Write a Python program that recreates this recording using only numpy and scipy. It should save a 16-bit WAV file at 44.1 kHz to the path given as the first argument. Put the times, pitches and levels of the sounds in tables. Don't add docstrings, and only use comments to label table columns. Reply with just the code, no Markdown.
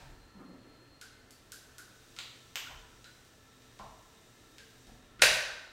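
import sys
import numpy as np
from scipy import signal
from scipy.fft import rfft, irfft
from scipy.io import wavfile
from scipy.ndimage import uniform_filter1d

SR = 44100
rng = np.random.default_rng(int(sys.argv[2]) if len(sys.argv) > 2 else 0)


def generate_wav(signal):
    frames = np.transpose(np.atleast_2d(signal))
    scaled = np.clip(frames, -1, 1) * 32767
    pcm = np.round(scaled).astype(np.int16)
    wavfile.write(sys.argv[1], SR, pcm)


def natural_amplitude(level_db):
    exponent = np.asarray(level_db, float) / 20
    return 10 ** exponent


N = 252252
T = np.arange(N) / SR


def unit(x):
    return x / np.sqrt(np.mean(x ** 2))


def peak(x, db):
    return natural_amplitude(db) * x / np.abs(x).max()


def add(track, s, piece):
    i = int(round(s * SR))
    track[i:i + len(piece)] += piece[:N - i]


def band(x, hz, width_hz):
    return signal.lfilter(*signal.iirpeak(hz, hz / width_hz, fs=SR), x)


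def band_twice(x, hz, width_hz, second_width_hz):
    return band(band(x, hz, width_hz), hz, second_width_hz)


def gain_curve(points, size):
    hz, db = np.transpose(points)
    bin_hz = np.arange(size // 2 + 1) * SR / size
    return natural_amplitude(np.interp(np.log(bin_hz + 1), np.log(hz), db))


def noise(points):
    spectrum = rfft(rng.standard_normal(N))
    return unit(irfft(spectrum * gain_curve(points, N), N))


def response(points, size=1024):
    cepstrum = irfft(np.log(gain_curve(points, size)), size)
    cepstrum[1:size // 2] *= 2
    cepstrum[size // 2 + 1:] = 0
    return irfft(np.exp(rfft(cepstrum)), size)


def walk(rate_hz):
    hold = int(SR / rate_hz)
    steps = np.repeat(rng.standard_normal(N // hold + 1), hold)
    return 1.286 * uniform_filter1d(steps, hold)[:N]


def singing(hz, width_hz, level_db):
    tone = unit(band_twice(rng.standard_normal(N), hz, width_hz, width_hz))
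    return natural_amplitude(level_db + 1.5 * walk(4.16)) * tone


def contact(ms, size=4096):
    force = np.zeros(size)
    force[0] = 1
    for share in np.array([.04, .08, .13, .2]) * rng.uniform(.8, 1.2, size=4):
        lag = max(int(share * ms * SR / 1000), 1)
        taps = np.zeros(lag + 1)
        taps[0], taps[-1] = 1, rng.choice([-.68, .68])
        force = signal.lfilter(taps[::-1], taps, force)
    return force


# (frequency [Hz], density [dB per Hz])
AIR_COLOUR = [(12, -29), (20, -1.5), (104, -2), (165, -8), (228, -6), (301, -5), (897, -14.5), (1330, -14),
              (1530, -16.5), (1710, -11.5), (2260, -20), (2600, -17.5), (3840, -22), (4180, -21),
              (4810, -27), (16000, -38.5)]
AIR_DB = -63.5


def room_air():
    return natural_amplitude(AIR_DB + 1.63 + .5 * walk(7.1)) * noise(AIR_COLOUR)


# (frequency [Hz], width [Hz], level [dB])
FAN_LINES = [(120, 7.7, -76.5), (258.8, 14.5, -75.5), (447.7, 6.8, -76.5), (1335.6, 48, -73.5),
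             (1761, 64, -79), (2086, 10, -82)]
MAINS_HZ, MAINS_DB = 120, -68.5


def fan_hum():
    phase = 2 * np.pi * np.cumsum(MAINS_HZ + 1.27 * walk(6.4)) / SR
    out = natural_amplitude(MAINS_DB + 1.2 * walk(5.6)) * np.sin(phase)
    for hz, width_hz, db in FAN_LINES:
        out += singing(hz, width_hz, db)
    return out


# (time [s], level [dB])
DRAG = [(0.0, -66.5), (0.39, -77.5), (1.12, -75.5), (1.36, -71), (2.19, -63.5), (2.6, -65.5), (3.4, -68),
        (3.85, -67), (4.3, -67.5), (4.7, -67.5), (5.15, -71)]
# (frequency [Hz], level [dB])
DRAG_COLOUR = [(1200, -24), (2500, 3.5), (4000, 3), (6000, 4.5), (8500, 2), (10000, -6.5), (15000, -6)]
# (frequency [Hz], width [Hz], level [dB])
NOZZLE_LINES = [
    [(4220, 13, 0), (4312, 16, -7), (4570, 14, -8), (4130, 14, -8)],
    [(3740, 300, 3), (5800, 260, -1)],
]
WHINE_START_S, WHINE_RISE_S, WHINE_END_S, WHINE_FALL_S, WHINE_DB = 0.018, 0.083, 1.09, 0.41, -72.5
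THROAT_DB, THROAT_DB_PER_S = -15.5, 1.5


def nozzle_drag():
    hiss_db = np.interp(T, *np.transpose(DRAG))
    out = natural_amplitude(hiss_db + 0.5 + 1.1 * walk(3)) * noise(DRAG_COLOUR)
    rise = (T - WHINE_START_S) / WHINE_RISE_S
    fall = 1 + (WHINE_END_S - T) / WHINE_FALL_S
    whine_db = WHINE_DB + 20 * np.log10(np.clip(np.minimum(rise, fall), 1e-3, 1))
    throat_db = hiss_db + THROAT_DB + THROAT_DB_PER_S * T
    for lines, level_db in zip(NOZZLE_LINES, [whine_db, throat_db]):
        for hz, width_hz, db in lines:
            out += singing(hz, width_hz, db + level_db - 1)
    return out


# (frequency [Hz], T60 [s])
ROOM_T60 = [(60, 0.78), (300, 0.57), (600, 0.85), (1000, 0.96), (1550, 0.95), (2100, 0.72), (3500, 0.82),
            (6000, 0.7), (9000, 0.54), (14000, 0.56)]
ROOM_DB, ROOM_FILL_MS, EARLY_GAIN, EARLY_MS = 2.9, 5.0, .4, 25


def room():
    t, tail = T[:SR], 0
    hz, t60_s = np.transpose(ROOM_T60)
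    for f in 30 * 2 ** (np.arange(28) / 3):
        life_s = np.interp(np.log(f), np.log(hz), t60_s)
        hiss = band_twice(rng.standard_normal(SR), f, f / 3, f / 3)
        tail = tail + hiss * np.exp(-np.log(1000) * t / life_s)
    tail = tail * (1 - np.exp(-t / (ROOM_FILL_MS / 1000)))
    tail = tail * (1 + EARLY_GAIN * np.exp(-t / (EARLY_MS / 1000)))
    return natural_amplitude(ROOM_DB) * tail / np.sqrt(np.sum(tail ** 2))


# (delay [ms], level [dB])
ECHOES = [(2.8, -8), (3.6, -11), (5.3, -14), (7.3, -12), (10.8, -14), (12.5, -13)]


def room_with_echoes():
    tail = room()
    for ms, db in ECHOES:
        tail[int(ms * SR / 1000)] += natural_amplitude(db) * rng.choice([-1, 1])
    return tail


EARLIER_DB, EARLIER_AGE_S = -12, 0.3


def earlier_ring(tail):
    ring = signal.fftconvolve(tail, peak(response(RELEASE_COLOUR), EARLIER_DB))
    return ring[int(EARLIER_AGE_S * SR):]


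def push(ms, size=16384):
    t = T[:size]
    rough = (1 + 0.69 * rng.standard_normal(size)) * rng.choice([-1, 1], size)
    return rough * (1 - np.exp(-t / 0.0014)) * np.exp(-t / (ms / 1000))


# (time [s], level [dB], length [ms])
JOISTS = [
    (0.019, -50, 72),
    (2.691, -53, 110),
    (3.801, -54, 28),
    (4.873, -52.5, 31),
    (5.228, -52, 43),
]
JOIST_HZ = 30.8


def joists():
    out = np.zeros(N)
    for s, db, ms in JOISTS:
        add(out, s, peak(band_twice(push(ms), JOIST_HZ, 33, 54), db))
    return out


# (time [s], board level [dB], board [Hz], knock level [dB], knock [Hz])
THUDS = [(.0, -59, 142, -53.5, 898), (0.346, -48.5, 187, -61, 895), (0.391, -46, 261, -54, 1250),
         (.425, -53, 192, -65, 930), (2.692, -56, 120, -49, 996), (3.7938, -50.5, 204, -39.5, 1030),
         (3.832, -53, 121, -45.5, 967), (4.869, -55, 232, -60, 707), (5.223, -46, 116.6, -46.5, 490)]
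# (time [s], level [dB], frequency [Hz])
SETTLE = [(.084, -56, 287), (.482, -47, 269), (.516, -57, 264), (.59, -59, 300), (.635, -54, 284),
          (.70, -59.5, 300), (.79, -58, 287), (1.879, -59, 272)]
OVERTONE, OVERTONE_DB = 1.83, -19
# (share of knock Hz, width [share of knock Hz], level [dB])
KNOCK = [(0.978, 0.1, 3.5), (0.653, 0.035, -0.5), (0.835, 0.18, 5.5), (1.25, 0.072, -9)]
HARD_MS, SOFT_MS, HARD_DB, MS_PER_DB = 4, 24, -44, 1.25


def thuds():
    out = np.zeros(N)
    settling = [(s, db, hz, db + OVERTONE_DB, OVERTONE * hz) for s, db, hz in SETTLE]
    for s, board_db, board_hz, knock_db, knock_hz in THUDS + settling:
        ms = np.clip(HARD_MS + MS_PER_DB * (HARD_DB - knock_db), HARD_MS, SOFT_MS)
        force = contact(2 * ms, size=16384)
        board = band_twice(force, board_hz, 0.12 * board_hz, 2.1 * board_hz)
        knock = 0
        for share, width, db in KNOCK:
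            hz, width_hz = share * knock_hz, width * knock_hz
            knock = knock + natural_amplitude(db) * unit(band_twice(force, hz, width_hz, 3 * width_hz))
        add(out, s, peak(board, board_db) + peak(knock, knock_db))
    return out


TUBE_WIDTH_HZ = 105
RATTLE_HZ = 4010


def blows(table, colour, contact_ms):
    out = np.zeros(N)
    for (s, db, tilt_db, ring_db, ring_hz), ms in zip(table, contact_ms):
        tilted = [(hz, level + tilt_db * np.log2(hz / 4000)) for hz, level in colour]
        crack = signal.fftconvolve(contact(ms), response(tilted))
        rattle = contact(ms * (RATTLE_HZ / ring_hz) ** 2)
        ring = band_twice(rattle, ring_hz, TUBE_WIDTH_HZ, 8.1 * TUBE_WIDTH_HZ)
        add(out, s, peak(crack, db))
        add(out, s, peak(ring, db + ring_db))
    return out


# (time [s], blow [dB], tilt [dB per octave], ring re blow [dB], ring [Hz])
TICKS = [(1.0130, -38.5, -2, -10.5, 1498), (1.3076, -42, 2, -17, 4440), (1.5196, -36, 2, -11, 1514),
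         (1.7824, -37, 2, -10.5, 1476), (2.1642, -39.5, -6.5, -13, 1367), (2.645, -46.5, -13, -3.5, 1433),
         (3.0432, -41, -6, -12, 4040), (3.046, -57, -9, 3, 1463), (3.25, -53, 5, -27, 1500),
         (3.62, -47, -6, -19.5, 5800), (3.791, -39.5, -7.5, -30, 1520), (4.583, -37.5, -7, -15.5, 1615),
         (4.87, -43.5, -3, -28, 1480), (5.194, -39.5, -15.5, -4, 1412)]
# (frequency [Hz], density [dB per Hz])
TICK_COLOUR = [(300, -43), (1100, -47.5), (2000, -5.5), (3500, -1), (5000, 1), (7000, 0), (10000, -5),
               (13500, -10), (15300, -17), (16500, -24.5)]
TICK_MS, TICK_MS_PER_RING_DB, TICK_LONGEST_MS = 4.6, 0.22, 3.4


def ticks():
    ring_db = np.array(TICKS)[:, 3]
    tick_ms = np.clip(TICK_MS + TICK_MS_PER_RING_DB * ring_db, .5, TICK_LONGEST_MS)
    return blows(TICKS, TICK_COLOUR, tick_ms)


# (time [s], blow [dB], tilt [dB per octave], ring re blow [dB], ring [Hz])
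FIRST_SNAP = [
    (2.1881, -23.5, .1, -23.5, 1494),
]
# (time [s], blow [dB], tilt [dB per octave], ring re blow [dB], ring [Hz])
SECOND_SNAP = [
    (2.5571, -18, .1, -23, 3200),
]
# (frequency [Hz], density [dB per Hz])
FIRST_COLOUR = [(300, -31), (700, -13.5), (1300, -12.5), (2140, -4), (3000, -3), (3800, -0.5), (4600, -5),
                (5400, -15), (7300, -10), (9500, -23.5), (12000, -33), (14500, -24), (16500, -33.5)]
# (frequency [Hz], density [dB per Hz])
SECOND_COLOUR = [(300, -20), (645, -14), (870, -10.5), (1500, -7.5), (2300, -3), (3200, 1), (3600, -3.5),
                 (4000, -10.5), (6500, -8.5), (8000, -12.5), (10000, -28.5), (13300, -15.5), (16500, -23.5)]
SNAP_MS = .05


def snaps():
    first = blows(FIRST_SNAP, FIRST_COLOUR, [SNAP_MS])
    return first + blows(SECOND_SNAP, SECOND_COLOUR, [SNAP_MS])


# (time [s], blow [dB], tilt [dB per octave], ring re blow [dB], ring [Hz])
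RELEASE = [
    (5.21, -49.5, 8, -20, 2000),
    (5.215, -43, 10, -35, 1500),
    (5.218, -18, 5, -9.5, 9310),
    (5.2208, -2.58, 0, -30, 1635),
]
# (frequency [Hz], density [dB per Hz])
RELEASE_COLOUR = [(40, -23), (110, -19), (200, -20), (400, -22.5), (520, -11.5), (800, -13.5),
                  (1300, -16.5), (1500, -4.5), (2000, -7), (2500, -3), (3200, -11), (4100, -8.5),
                  (6000, -13), (10000, -22), (16000, -40)]
# (frequency [Hz], width [Hz], level [dB])
ROD = [(515, 52, -33.5), (617, 33, -31), (1620, 54, -26), (1864, 39, -31), (2350, 81, -25.5),
       (2610, 65, -31), (3950, 80, -25), (5170, 110, -31), (7640, 33, -33), (9480, 40, -36),
       (12500, 130, -30), (15000, 110, -34)]
RELEASE_MS = 2.3


def release():
    out = blows(RELEASE, RELEASE_COLOUR, [RELEASE_MS] * len(RELEASE))
    force = contact(1.5, size=16384)
    ringing = sum(peak(band(force, hz, width_hz), db) for hz, width_hz, db in ROD)
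    slam_s = RELEASE[-1][0]
    add(out, slam_s, ringing)
    return out


# (frequency [Hz], level [dB])
CAPSULE_HISS = [(20, 9), (300, 6), (800, 8.5), (1200, -5), (3000, 2.5), (5000, 7.5), (7500, 9), (16000, 14)]
SIDE_DB, SIDE_ROOM_DB = -81.5, -22


def channel_difference(dry):
    room_side = signal.fftconvolve(dry, room())
    coloured = signal.fftconvolve(room_side, unit(response(CAPSULE_HISS)) / 32)[:N]
    return natural_amplitude(SIDE_ROOM_DB) * coloured + natural_amplitude(SIDE_DB) * noise(CAPSULE_HISS)


def scene():
    dry = joists() + thuds() + ticks() + snaps() + release()
    tail = room_with_echoes()
    mid = room_air() + fan_hum() + nozzle_drag()
    mid += dry + signal.fftconvolve(dry, tail)[:N]
    add(mid, 0, earlier_ring(tail))
    side = channel_difference(dry)
    return np.array([mid + side, mid - side])


def roll_off(x):
    return signal.sosfilt(signal.butter(12, 16680, fs=SR, output="sos"), x)


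def record(dry):
    top_cut = signal.ellip(10, .2, 70, 15800, fs=SR, output="sos")
    mix = signal.sosfilt(top_cut, dry)
    return roll_off(mix)


dry = scene()
out = record(dry)
generate_wav(out)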